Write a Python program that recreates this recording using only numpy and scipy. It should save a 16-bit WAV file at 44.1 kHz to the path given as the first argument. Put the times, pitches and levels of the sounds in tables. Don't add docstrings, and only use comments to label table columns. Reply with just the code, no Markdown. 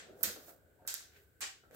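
import sys
import numpy as np
from scipy import signal
from scipy.fft import rfft, irfft, next_fast_len
from scipy.io import wavfile
from scipy.ndimage import map_coordinates

SR = 44100
rng = np.random.default_rng(int(sys.argv[2]) if len(sys.argv) > 2 else 0)


def generate_wav(signal):
    frames = np.transpose(np.atleast_2d(signal))
    scaled = np.clip(frames, -1, 1) * 32767
    pcm = np.round(scaled).astype(np.int16)
    wavfile.write(sys.argv[1], SR, pcm)


N = 77175
T = np.arange(N) / SR

# f/Hz, T60/s
ROOM_DECAY = [(100, 0.3), (500, 0.32), (1600, 0.37), (4000, 0.42), (8000, 0.32), (14000, 0.35)]
# f/Hz, left-right correlation/1
COHERENCE = [(60, 0.88), (200, 0.51), (600, 0.7), (1000, 0.071), (16000, 0)]
# f/Hz, gain/dB
ROOM_EQ = [(100, 4), (1500, 1.5), (4000, 5), (8200, 1), (9200, -7), (13000, -9.5), (16000, -5)]
LEFT_EQ = [(200, -1.5), (8000, -5.5), (11000, -8.5), (13500, -3), (16000, -14.5)]
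RIGHT_EQ = [(100, -3), (500, -0.5), (3000, -1.5), (8000, 0.5), (11000, 5), (13500, 9), (16000, 7)]
# f/Hz, level/dB
BACKGROUND_SPECTRUM = [(20, -16.5), (45, -1), (72, 11.5), (120, 3), (220, -6.5), (450, -2.5), (700, -25),
                       (1330, -18.5), (1515, -1), (1760, -16), (6000, -29), (7800, -19), (9500, -29),
                       (15000, -24.5)]
GRIP_SPECTRUM = [(50, -20), (150, -5.5), (350, -1.5), (520, 1.5), (720, -4.5), (1000, -20.5), (1500, -11.5),
                 (2300, -32), (16000, -43.5)]
SLIDE_SPECTRUM = [(200, -12.5), (1500, 1.5), (3000, -7.5), (8000, -1.5), (10000, -7), (15500, 1)]
SCUFF_SPECTRUM = [(200, -2), (800, -2.5), (1100, -8), (1600, 7), (3000, -1.5), (5000, -8.5), (8000, -13),
                  (10000, -27), (16000, -17)]
SHELL_SPECTRUM = [(50, -25), (150, -10), (300, 1), (640, 0.5), (800, -3), (1050, -9), (1500, 2.5),
                  (2200, -23.5), (16000, -50)]
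CARD_SPECTRUM = [(60, -39.5), (300, -19), (760, -13), (1250, -10), (1600, -1.5), (3000, -6.5), (5000, -6),
                 (7600, 0.5), (9500, -1), (12500, -3.5), (16000, -15.5)]
NAIL_SPECTRUM = [(60, -39), (250, -20), (700, -11), (1000, -9.5), (1600, 1), (2800, -7.5), (5000, -4.5),
                 (7800, 2), (9500, -1), (13000, -0.5), (16000, -9.5)]
# t/s, level/dB
GRIP_LEVELS = [(0, -65), (.1, -59), (.18, -61.5), (.3, -54.5), (.43, -66), (.52, -66), (.6, -71),
               (1.1, -75), (1.22, -76), (1.33, -79.5), (1.62, -81), (1.75, -57.5)]
# peak t/s, level/dB, rise/s, fall/s
SKIN_SLIDES = [(.215, -60, 0.036, 0.057), (.492, -55, 0.071, 0.043), (1.19, -70.5, .08, 0.094),
               (1.75, -58.5, 0.017, 0.033)]
CARD_SCUFFS = [(1.17, -62, 0.042, 0.045), (1.745, -64.5, 0.011, 0.056)]
# t/s, level/dB, rise/s, f/Hz
FINGER_SQUEAKS = [(.478, -63, .012, 650), (.786, -69.5, .016, 930), (.79, -69, .011, 725),
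                  (1.16, -73, .036, 410), (1.635, -61.5, .004, 1400)]
# t/s, level/dB
BOX_THUMPS = [(0.238, -53.5), (.266, -48)]
# f/Hz, gain/dB, T60/s
BOX_MODES = [(79.4, -4.5, 0.28), (200.3, 6, 0.14)]
# t/s, level/dB, brightness/dB, spot f/Hz
FINGER_KNOCKS = [(0.096, -15.5, -21, 380), (.209, -16, -6.5, 505), (.236, -11, 2, 509),
                 (.362, -12, -6.5, 448), (.482, -18.5, -2.5, 648), (0.822, -23.5, -8, 529),
                 (.851, -22, 3.5, 328), (1.636, -30, 2.5, 1380), (1.710, -22, -12, 450)]
# f/Hz, width/Hz, lift/dB
PANEL_MODES = [(770, 27, 9.5), (1105, 25, 11.5), (1894, 22, 7.5), (2420, 32, 5.5), (2954, 23, 9)]
# t/s, level/dB re SNAP_DB, top/dB, middle/dB
CARD_CREASES = [(1.4073, -14.5, 1.5, 3.5), (1.4107, -15, 3, 0.5), (1.415, -9, -13.5, -4),
                (1.4178, -10, -14, 2.5), (1.4221, -15, -7, 11.5), (1.4300, -12, -15, -4.5)]
# lead t/s, level/dB re SNAP_DB, top/dB, middle/dB
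OPENING_CRACKLE = (.05, -6, -8, 10)
# t/s, level/dB re SNAP_DB, top/dB, middle/dB, room/dB
CLICKS_AND_ECHO = [(0.2315, -2, 8.5, -7, 3), (0.235, 0.5, 7, -2, -0.5), (.2370, -2, -2.5, -0.5, 6.5),
                   (0.8674, -37, 11, -10, 11), (0.8756, -7, -1.5, -6, 7.5), (0.8773, -5.5, 1.5, -3.5, 6),
                   (0.882, -12, -10, -9, 0), (0.9415, -1.5, -1.5, -5, -1.5), (1.0068, -21, -9, 7, 0.5),
                   (1.7114, -34, -7, 15.5, -2.5)]

ROOM_BUILD_S, WALL_S, WALL_DB = 0.0024, 0.008, -13
LEFT_DELAY_S, CUTOFF_HZ = 0.00015, 15800
BACKGROUND_DB, GRAIN_DB = -69, 1.5
SQUEAK_SAG_PER_S, SQUEAK_ROUGHNESS, SQUEAK_ROOM_DB = 0.69, 0.65, -10
THUMP_ATTACK_S = 0.0056
KNOCK_T60_S, KNOCK_ROOM_DB, SPOT_DB, SPOT_Q = 0.022, 1, 8, 12
SNAP_DB, SNAP_SIGMA_S, CREASE_ROOM_DB = -6, 0.00028, 9


def amp(db):
    return 10 ** (np.asarray(db) / 20)


def unit_rms(x):
    return x / np.sqrt(np.mean(x ** 2) + 1e-20)


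def along(points, hz):
    f, v = np.transpose(points)
    return np.interp(np.log(hz + 1), np.log(f + 1), v)


def eq(points):
    return lambda hz: amp(along(points, hz))


def filtered(x, response):
    size = next_fast_len(x.shape[-1] + SR // 4)
    return irfft(rfft(x, size) * response(np.fft.rfftfreq(size, 1 / SR)), size)[..., :x.shape[-1]]


def add(out, at_s, x):
    i = int(round(at_s * SR))
    x = x[:, max(-i, 0):N - i]
    out[:, max(i, 0):max(i, 0) + x.shape[1]] += x


def wobble(knots_per_s):
    return map_coordinates(rng.standard_normal(2048), [T * knots_per_s], mode="wrap")


def burst(envelope):
    spectrum = rfft(rng.standard_normal(len(envelope)) * envelope)
    return irfft(spectrum / (abs(spectrum) + 1e-9))


def diffuse(size):
    def mid_side_gains(hz):
        angle = np.arccos(along(COHERENCE, hz)) / 2
        return np.array([np.cos(angle), np.sin(angle)])
    mid, side = filtered(rng.standard_normal((2, size)), mid_side_gains)
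    return np.array([mid + side, mid - side])


def noise(spectrum):
    return unit_rms(filtered(diffuse(N), eq(spectrum)))


def room(t60_scale=1):
    hz, t, bins = signal.stft(diffuse(SR * 3 // 4), SR, nperseg=256)
    t60_s = t60_scale * along(ROOM_DECAY, hz)[:, None]
    tail = signal.istft(bins * amp(-60 * t / t60_s), SR, nperseg=256)[1]
    tail *= 1 - np.exp(-T[:tail.shape[1]] / ROOM_BUILD_S)
    return filtered(tail / np.linalg.norm(tail[0]), eq(ROOM_EQ))


def contact(at_s, force, response, room_db, tail):
    lead = SR // 100
    start_s = at_s - lead / SR
    right = filtered(np.pad(force / np.linalg.norm(force), (lead, SR // 10)), response)
    left = filtered(right, lambda hz: amp(along(LEFT_EQ, hz)) * np.exp(-2j * np.pi * hz * LEFT_DELAY_S))
    direct = np.array([left, right])
    out = np.zeros((2, N))
    add(out, start_s, direct)
    add(out, start_s + WALL_S, amp(WALL_DB) * direct)
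    add(out, start_s, amp(room_db) * signal.fftconvolve(right[None], tail, axes=1))
    return out


def background():
    return amp(BACKGROUND_DB) * noise(BACKGROUND_SPECTRUM)


def grip():
    return amp(np.interp(T, *np.transpose(GRIP_LEVELS))) * noise(GRIP_SPECTRUM)


def strokes(rows, spectrum):
    envelope = sum(amp(db - 10 * np.maximum((peak_s - T) / rise_s, (T - peak_s) / fall_s))
                   for peak_s, db, rise_s, fall_s in rows)
    return envelope * unit_rms(noise(spectrum) * amp(GRAIN_DB * wobble(knots_per_s=300)))


def squeaks():
    out = np.zeros(N)
    for at_s, db, rise_s, hz in FINGER_SQUEAKS:
        t = np.maximum(T - at_s, 0)
        flutter = SQUEAK_ROUGHNESS * wobble(knots_per_s=150)
        slip_rad = SQUEAK_ROUGHNESS * wobble(knots_per_s=150)
        phase = 2 * np.pi * np.cumsum(hz * np.exp(-SQUEAK_SAG_PER_S * t)) / SR
        envelope = amp(db) * t / rise_s * np.exp(1 - t / rise_s)
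        out += envelope * (1 + flutter) * np.sin(phase + slip_rad)
    return out + amp(SQUEAK_ROOM_DB) * signal.fftconvolve(out[None], room(), axes=1)[:, :N]


def thumps():
    out = np.zeros(N)
    for at_s, db in BOX_THUMPS:
        t = np.maximum(T - at_s, 0)
        attack = 1 - np.exp(-t / THUMP_ATTACK_S)
        for hz, mode_db, t60_s in BOX_MODES:
            out += attack * amp(db + mode_db - 60 * t / t60_s) * np.sin(2 * np.pi * hz * t)
    return out


def knocks():
    t = T[:SR // 10]
    out = np.zeros((2, N))
    for at_s, db, bright_db, spot_hz in FINGER_KNOCKS:
        force = burst(amp(-60 * t / KNOCK_T60_S))[:len(t) // 2]
        spot_ring = signal.lfilter(*signal.iirpeak(spot_hz, SPOT_Q, SR), force)
        force += (amp(SPOT_DB) - 1) * spot_ring
        tilt = [(600, 0), (1600, bright_db)]
        response = lambda hz: amp(db + along(SHELL_SPECTRUM, hz) + along(tilt, hz))
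        out += contact(at_s, force, response, KNOCK_ROOM_DB, room())
    return out


def snap(at_s, db, top_db, middle_db, room_db, body, tail):
    t = T[:256] - T[128]
    envelope = np.exp(-0.5 * (t / SNAP_SIGMA_S) ** 2)
    force = burst(envelope) * np.sqrt(envelope)
    tilt = [(2000, middle_db), (5000, 0), (8000, 0), (12000, top_db)]
    response = lambda hz: amp(SNAP_DB + db + along(tilt, hz)) * body(hz)
    return contact(at_s + t[0], force, response, room_db, tail)


def panel(hz):
    ring = sum((amp(db) - 1) * 1j * hz * width_hz / (mode_hz ** 2 - hz ** 2 + 1j * hz * width_hz)
               for mode_hz, width_hz, db in PANEL_MODES)
    return amp(along(CARD_SPECTRUM, hz)) * (1 + ring)


def crackle():
    creases = sum(snap(*row, CREASE_ROOM_DB, panel, room(t60_scale=0.88)) for row in CARD_CREASES)
    lead_s, *levels_db = OPENING_CRACKLE
    return creases + snap(-lead_s, *levels_db, room_db=0, body=eq(CARD_SPECTRUM), tail=room())


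def nails(shared_power=0.6):
    shared_tail = np.sqrt(shared_power) * room()
    return sum(snap(*row, eq(NAIL_SPECTRUM), shared_tail + np.sqrt(1 - shared_power) * room())
               for row in CLICKS_AND_ECHO)


def scene():
    friction = grip() + squeaks()
    friction += strokes(SKIN_SLIDES, SLIDE_SPECTRUM) + strokes(CARD_SCUFFS, SCUFF_SPECTRUM)
    return nails() + crackle() + knocks() + thumps() + friction + background()


def record(dry):
    stereo = np.array([dry[0], filtered(dry[1], eq(RIGHT_EQ))])
    return filtered(stereo, lambda hz: 1 / np.sqrt(1 + (hz / CUTOFF_HZ) ** 220))


dry = scene()
out = record(dry)
generate_wav(out)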